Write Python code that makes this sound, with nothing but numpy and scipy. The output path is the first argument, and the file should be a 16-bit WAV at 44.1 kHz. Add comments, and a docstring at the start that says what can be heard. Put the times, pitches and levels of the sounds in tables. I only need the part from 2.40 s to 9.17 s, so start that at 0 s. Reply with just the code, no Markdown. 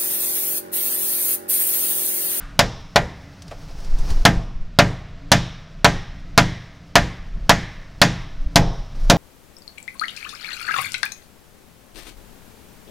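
"""Under a truck's wheel arch in an open garage, a rubber mallet drives a steel part near a small camera.
Each blow is a sum of decaying frame and panel modes, dense bands of ringing noise, a bright slap, buzzing
clips and a slow shake, and it overloads the recorder. Noise bursts make a dying rattle and small ticks; shaped
noise makes the rustle, the hiss and, with windowed low cosines, the wind; a wavering sine and a narrow band
of noise make a faint hum and drone. One microphone feeds both channels, which differ a little in the treble."""
import sys
import numpy as np
from scipy import signal
from scipy.fft import rfft, irfft
from scipy.io import wavfile
from scipy.ndimage import uniform_filter1d

SR = 44100
rng = np.random.default_rng(int(sys.argv[2]) if len(sys.argv) > 2 else 0)


def bounce(signal):
    """Save signal as a 16-bit WAV file at the path given by the first command-line argument."""
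    frames = np.transpose(np.atleast_2d(signal))
    limited = np.clip(frames, -1, 1)
    pcm = np.round(limited * 32767).astype(np.int16)
    wavfile.write(sys.argv[1], SR, pcm)


N = 298557  # samples


def undb(db):
    """Decibel law: the amplitude gain of a level in dB."""
    return 10 ** (np.asarray(db) / 20)


def level(x, db):
    """Root-mean-square level: scale a signal to it, in dB."""
    return x * undb(db) / np.sqrt(np.mean(x ** 2))


def curve(rows):
    """Linear interpolation of (seconds, value) rows at every sample."""
    return np.interp(np.arange(N) / SR, *np.transpose(rows))


def fade(t, t60):
    """Exponential decay by 60 dB in t60 seconds, silent before time zero."""
    return (t >= 0) * np.exp(-np.log(1000) * np.maximum(t, 0) / t60)


def band(x, hz, width, order=1):
    """Band-pass filtering about a geometric centre, width in Hz."""
    low = np.sqrt(hz ** 2 + width ** 2 / 4) - width / 2
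    high = min(low + width, SR / 2 - 100)
    sos = signal.butter(order, [low, high], "bandpass", fs=SR, output="sos")
    return signal.sosfilt(sos, x)


def coloured(points):
    """Spectral shaping: white noise weighted by (Hz, dB) points along log frequency."""
    hz, db = np.transpose(points)
    f = np.maximum(np.arange(N // 2 + 1) * SR / N, 1)
    gain = undb(np.interp(np.log(f), np.log(hz), db))
    return irfft(rfft(rng.standard_normal(N)) * gain, N)


def walk(rate):
    """Slow random modulation: levels held 1 / rate seconds, then smoothed twice."""
    k = int(SR / rate)
    steps = np.repeat(rng.standard_normal(N // k + 1), k)
    return 1.3 * uniform_filter1d(uniform_filter1d(steps, k), k)[:N]


def add(out, x, s):
    """Superposition: mix a short sound in at s seconds."""
    i = int(s * SR)
    out[i:i + len(x)] += x[:len(out) - i]


# Spectrum of the garage hiss. Each row: frequency in Hz, relative density in dB per Hz.
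HISS_SPECTRUM = [(35, -34.5), (60, 9.5), (120, 4), (165, 8), (210, -4.5), (400, -15), (520, -12.5),
                 (690, -8), (800, -23), (1300, -15.5), (1800, -18), (2500, -20), (5000, -25.5), (7500, -35),
                 (12000, -66.5), (16000, -42.5)]
HISS_DB = -44


def hiss():
    """Broadband noise: the hiss of the open garage, its level drifting slightly."""
    return level(coloured(HISS_SPECTRUM), HISS_DB) * undb(0.8 * walk(3.24))


# Swell of the faint hum. Each row: time in seconds, sine amplitude in dB before its random waver.
HUM_SWELL = [(0, -57), (.4, -56), (.9, -53), (1.3, -61), (1.75, -47), (2.0, -70), (2.65, -65.5),
             (2.85, -43), (3.2, -72), (3.85, -52), (4.4, -55), (5.0, -70), (5.8, -57), (6.05, -46),
             (6.3, -53), (6.77, -57)]
HUM_HZ = 284


def hum():
    """Frequency and amplitude modulation: one sine wavering in pitch and strength."""
    pitch = HUM_HZ * (1 + .01 * walk(15))
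    phase = 2 * np.pi * np.cumsum(pitch) / SR
    return np.sin(phase) * undb(curve(HUM_SWELL) + 3.5 * walk(11))


DRONE_HZ, DRONE_WIDTH_HZ, DRONE_DB = 167.8, 14, -56


def drone():
    """Narrow-band noise: a low drone with a blurred pitch."""
    return level(band(rng.standard_normal(N), DRONE_HZ, DRONE_WIDTH_HZ), DRONE_DB)


# Strength of the wind rumble. Each row: time in seconds, gain in dB.
RUMBLE_SWELL = [(0.0, -35.5), (0.53, -44), (1.05, -52.5), (1.45, -24.5), (1.68, -22.5), (2.69, -42),
                (3.34, -44.5), (3.58, -38.5), (3.94, -34.5), (4.32, -50), (5.03, -28.5), (5.39, -40.5),
                (6.17, -29), (6.33, -26.5), (6.56, -30), (6.77, -33)]
# Single thumps of wind. Each row: centre in seconds, level in dB, pitch in Hz, length in cycles.
THUMPS = [(1.498, -14, 20, 1.7), (1.537, -5, 17, 1.3), (1.616, -11, 14, 1.14), (1.711, -3.5, 21, 0.58),
          (1.77, -10, 16, 0.74), (1.813, -11, 22, 1.6), (1.982, -7, 17, 0.7), (2.168, -19, 14.5, 1.1),
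          (2.233, -17, 12, 1.5), (6.015, -16, 19, 1.9), (6.069, -11, 27, 0.86), (6.22, -7.5, 44, 0.61),
          (6.629, -14.5, 20.5, 5.3), (6.683, -8.5, 21, 2.5)]


def wind():
    """Turbulent pressure on the microphone: lumpy rumble with a weak upper skirt, and single thumps."""
    puffs = rng.standard_normal(N) * undb(3.2 * walk(12))
    rumble = level(band(puffs, 21.0, 22.0, order=2), 3.04)
    skirt = level(band(puffs, 60.0, 97.0, order=2), -12.5)
    out = undb(curve(RUMBLE_SWELL)) * (rumble + skirt)
    t = np.arange(N) / SR
    for s, db, hz, cycles in THUMPS:
        window = np.exp(-((t - s) * hz / cycles * 4.1) ** 2)
        out += undb(db) * window * np.cos(2 * np.pi * (hz * (t - s) + rng.random()))
    return out


# Strength of the rustle. Each row: time in seconds, gain in dB.
RUSTLE_SWELL = [(0, -55), (.9, -52.5), (1.1, -47.5), (1.58, -42), (1.7, -34), (1.83, -40.5), (1.9, -62.5),
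                (6.5, -52), (6.77, -37.5)]
# Spectrum of the rustle. Each row: frequency in Hz, relative density in dB per Hz.
RUSTLE_SPECTRUM = [(800, 0), (1600, -8), (3200, -12), (5500, -5.5), (7500, -16), (12000, -18.5),
                   (16000, -14)]


def rustle():
    """Friction noise of cloth and hands: hiss made grainy by rapid level changes."""
    return undb(curve(RUSTLE_SWELL) + 1.5 * walk(60)) * level(coloured(RUSTLE_SPECTRUM), -1.5)


# The dying rattle of an earlier blow at 0 s, then small knocks, ticks and scrapes.
# Each row: start in seconds, gain in dB, centre in Hz, width in Hz, 60 dB decay time in seconds.
RATTLE_AND_TICKS = [(0., -38, 1370, 700, 0.82), (1.021, -32, 5530, 3020, .04),
                    (1.08, -36, 5000, 2500, 0.048), (1.114, -26, 606, 148, 0.12),
                    (1.111, -35, 2000, 1500, 0.053), (1.403, -41, 5500, 3000, 0.068),
                    (1.446, -39, 4970, 3020, 0.078), (1.585, -36.5, 5630, 4000, 0.13),
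                    (1.704, -27.5, 3900, 6000, .06), (6.638, -47.5, 5900, 6000, 0.11)]


def rattle_and_ticks():
    """Damped impact noise: a decaying band of noise for each rattle or touch."""
    out, t = np.zeros(N), np.arange(SR // 2) / SR
    for s, db, hz, width, t60 in RATTLE_AND_TICKS:
        noise = level(band(rng.standard_normal(len(t)), hz, width), -3)
        add(out, undb(db) * fade(t, t60) * noise, s)
    return out


def ring(t, hz, db, t60):
    """Free vibration: one exponentially decaying mode."""
    return undb(db) * fade(t, t60) * np.sin(2 * np.pi * hz * t)


# Steel frame and brackets. Each row: mode in Hz before a small random shift, relative level in dB,
# 60 dB decay time in seconds.
FRAME_MODES = [(453, -5, .16), (590, 3.5, .14), (640, -6, .1), (690, 6, .13), (750, -6, .15),
               (831, -2, .15), (960, -10, .2), (1001, -7, .18), (1200, -9, .18), (1308, -9, .12),
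               (1416, -6, .16), (1561, -5, .18), (1638, -7, .2), (1758, -6, .2), (1845, -5, .2),
               (1938, -9, .22), (2080, -7, .16), (2175, -10, .2), (2450, -10, .15), (3400, -9, .12),
               (3960, -12, .12)]
KNOCK_DB = -17
HOLLOW_HZ, HOLLOW_SHARE = 900, 0.26  # a hollow blow favours the frame modes under this pitch


def frame_knock(t, bend, share_db, hollow_db):
    """Modal superposition: the frame rings, its modes slightly shifted and reweighted by the blow."""
    out = np.zeros(len(t))
    for k, (hz, db, t60) in enumerate(FRAME_MODES):
        hollow = HOLLOW_SHARE * hollow_db * (hz < HOLLOW_HZ)
        out += ring(t, hz * bend[k], db + share_db[k] + hollow, t60)
    return undb(KNOCK_DB) * out


# Body panels, nearly evenly spaced in pitch, so the thud returns about 37 ms later.
# Each row: mode in Hz, relative level in dB, 60 dB decay time in seconds.
PANEL_MODES = [(51.7, -21.5, .3), (98.1, -6, 0.61), (124.3, 0, 0.53), (151.1, 1.5, 0.26),
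               (173.2, 1.5, 0.43), (206.3, -1.5, 0.29), (228.9, 1.5, 0.18), (248, -17.5, 0.39),
               (285.8, -1, 0.22), (319.5, -13, 0.42)]
BOOM_DB = -15
PUSH_S = .0016  # the soft head takes this long to load the part


def panel_boom(t, share_db, boom_db):
    """Modal superposition: the panels boom just after contact, in the opposite polarity."""
    out = np.zeros(len(t))
    for k, (hz, db, t60) in enumerate(PANEL_MODES):
        out -= ring(t - PUSH_S, hz, db + share_db[-k] / 2, t60)
    return undb(boom_db + BOOM_DB) * out


# Countless close modes of the whole truck. Each row: frequency in Hz, early level in dB and its
# 60 dB decay time in seconds, late level in dB and its 60 dB decay time in seconds; blows tilt the levels.
DENSE_MODES = [(370, -31, 0.083, -41, 0.46), (548, -15.5, 0.06, -31, 0.37), (746, -10, 0.09, -34.5, 0.61),
               (1050, -9, 0.069, -42.5, 0.99), (1720, -13.5, 0.12, -48.5, 1),
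               (2706, -15.5, 0.1, -44.5, 0.93), (3950, -10, 0.046, -36.5, 0.43),
               (5190, -11.5, 0.088, -30.5, 0.38), (7350, -29.5, 0.03, -42.5, .3),
               (10800, -26, 0.1, -58.5, 0.12), (15720, -34.5, 0.062, -45.5, .12)]


def clatter(t, noise, tilt_db, tail_db, hollow_db):
    """Statistical modal density: half-octave noise bands, each with a quick and a slow decay."""
    hz, *columns = np.transpose(DENSE_MODES)
    out = np.zeros(len(t))
    for f in 360 * 2 ** np.arange(0, 5.6, .5):
        db, t60, slow_db, slow_t60 = (np.interp(np.log(f), np.log(hz), c) for c in columns)
        bright = np.clip(np.log2(f / 1500) / 2, 0, 1)
        dull = np.clip(np.log2(1400 / f), 0, 1)
        early = undb(db + bright * tilt_db) * fade(t, t60)
        late = undb(slow_db + tail_db * (0.5 - dull) + hollow_db * dull) * fade(t, slow_t60)
        shifted = np.roll(noise, int(f))  # keeps the bands unrelated
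        out += (early + late) * level(band(shifted, f, f * .42, order=2), 0)
    return out


SLAP_DB = -9.5


def slap(t, noise, crack_db):
    """Impulsive contact: a very short bright burst as the face meets steel."""
    return undb(crack_db + SLAP_DB) * fade(t, 0.017) * level(band(noise, 9600.0, 12000.0), 0)


# Loose clips and lines that buzz on. Each row: centre in Hz, width in Hz, 60 dB decay time in seconds.
LOOSE_PARTS = [(1893, 560, 0.88), (3585, 830, 0.83), (5340, 890, 0.88)]
BUZZ_FALL_DB = 7  # per octave away from the loosest buzz


def buzz(t, noise, buzz_db, loosest_hz):
    """Rattling contact: slowly decaying noise bands, strongest near the loosest pitch."""
    out = np.zeros(len(t))
    for hz, width, t60 in LOOSE_PARTS:
        db = buzz_db - BUZZ_FALL_DB * abs(np.log2(hz / loosest_hz))
        out += fade(t, t60) * level(band(noise, hz, width, order=2), db)
    return out


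SHAKE_DB, SHAKE_HZ, SHAKE_WIDTH_HZ = -19.5, 38, 54
SHAKE_T60_S, SHAKE_RISE_S = 0.5, 0.14  # 60 dB times of the decay and of the onset


def shake(t, noise):
    """Mass-spring oscillation: the truck rocks on its springs, as low noise that swells and decays."""
    swell = fade(t, SHAKE_T60_S) - fade(t, SHAKE_RISE_S)
    return swell * level(band(noise, SHAKE_HZ, SHAKE_WIDTH_HZ), SHAKE_DB)


# Mallet blows. Each row: start in seconds, strength in dB, boom in dB, crack in dB, tail in dB,
# hollowness in dB, buzz in dB, pitch of the loosest buzz in Hz; the levels are relative.
MALLET_BLOWS = [(0.1914, -1.5, -5, 7, 6, 7, -34.5, 4400), (0.559, 0.5, -9, 0, -12, -2.5, -36.5, 1700),
                (1.8519, 4, -2.5, 4, -7.5, -2, -47.5, 5200), (2.388, 3, -2.5, 1.5, -2.5, -0.5, -39.5, 1900),
                (2.917, 1.1, -2, 8, 10.5, 2.5, -34.5, 3600), (3.445, 2.5, -5, 2.5, 3, 1, -34, 2400),
                (3.977, 2.5, -2.5, 4.5, 3.5, -1.5, -33, 2200), (4.555, 3.6, -6.5, 2.5, 1, -2.5, -38, 1900),
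                (5.094, 2.2, -5, 4.5, 6, 0.5, -32, 2000), (5.616, 1.5, -2, 6.5, 11.5, 6.5, -33.5, 2500),
                (6.158, -3, 4, 12, 4, 17, -32, 4200), (6.699, -3.5, 5, 13, 3, 20.5, -29, 3600)]


def mallet():
    """Modal excitation: each blow lands a little differently, so the share of the modes changes."""
    out, t = np.zeros(N), np.arange(SR) / SR
    # noise shared by all blows, mixed with a larger fresh part in the clatter of each
    shared = rng.standard_normal(len(t))
    for s, db, boom_db, crack_db, tail_db, hollow_db, buzz_db, buzz_hz in MALLET_BLOWS:
        spot = rng.standard_normal((2, 32))
        fresh = rng.standard_normal((4, len(t)))
        bend, share_db = 1 + .004 * spot[0], 1.8 * spot[1]
        blow = frame_knock(t, bend, share_db, hollow_db)
        blow += panel_boom(t, share_db, boom_db)
        blow += clatter(t, 0.48 * shared + 0.74 * fresh[0], crack_db, tail_db, hollow_db)
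        blow += slap(t, fresh[2], crack_db)
        blow += buzz(t, fresh[1], buzz_db, buzz_hz)
        blow += shake(t, fresh[3])
        add(out, undb(db) * blow, s)
    return out


def scene():
    """Sum and difference stereo: one microphone in both channels with a trace of unlike treble."""
    mid = hiss() + hum() + drone() + wind() + rustle() + rattle_and_ticks() + mallet()
    trace = undb(-26.5) * (band(mid, 9000., 8300.0) + undb(-33.5) * mid)
    side = trace * np.sign(walk(900))  # random changes of polarity
    return np.array([mid + side, mid - side])


TOP_HZ = 15900


def record(dry):
    """Saturation and low-pass filtering: overload flattens, the sealed housing dulls, the top is cut."""
    flat = dry / (1 + np.abs(dry) ** 5) ** (1 / 5)
    dull = signal.sosfilt(signal.butter(1, 7000, fs=SR, output="sos"), flat)
    cut = signal.sosfilt(signal.ellip(8, .2, 70, TOP_HZ, fs=SR, output="sos"), dull)
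    return np.clip(cut, -1, 1)


dry = scene()
out = record(dry)
bounce(out)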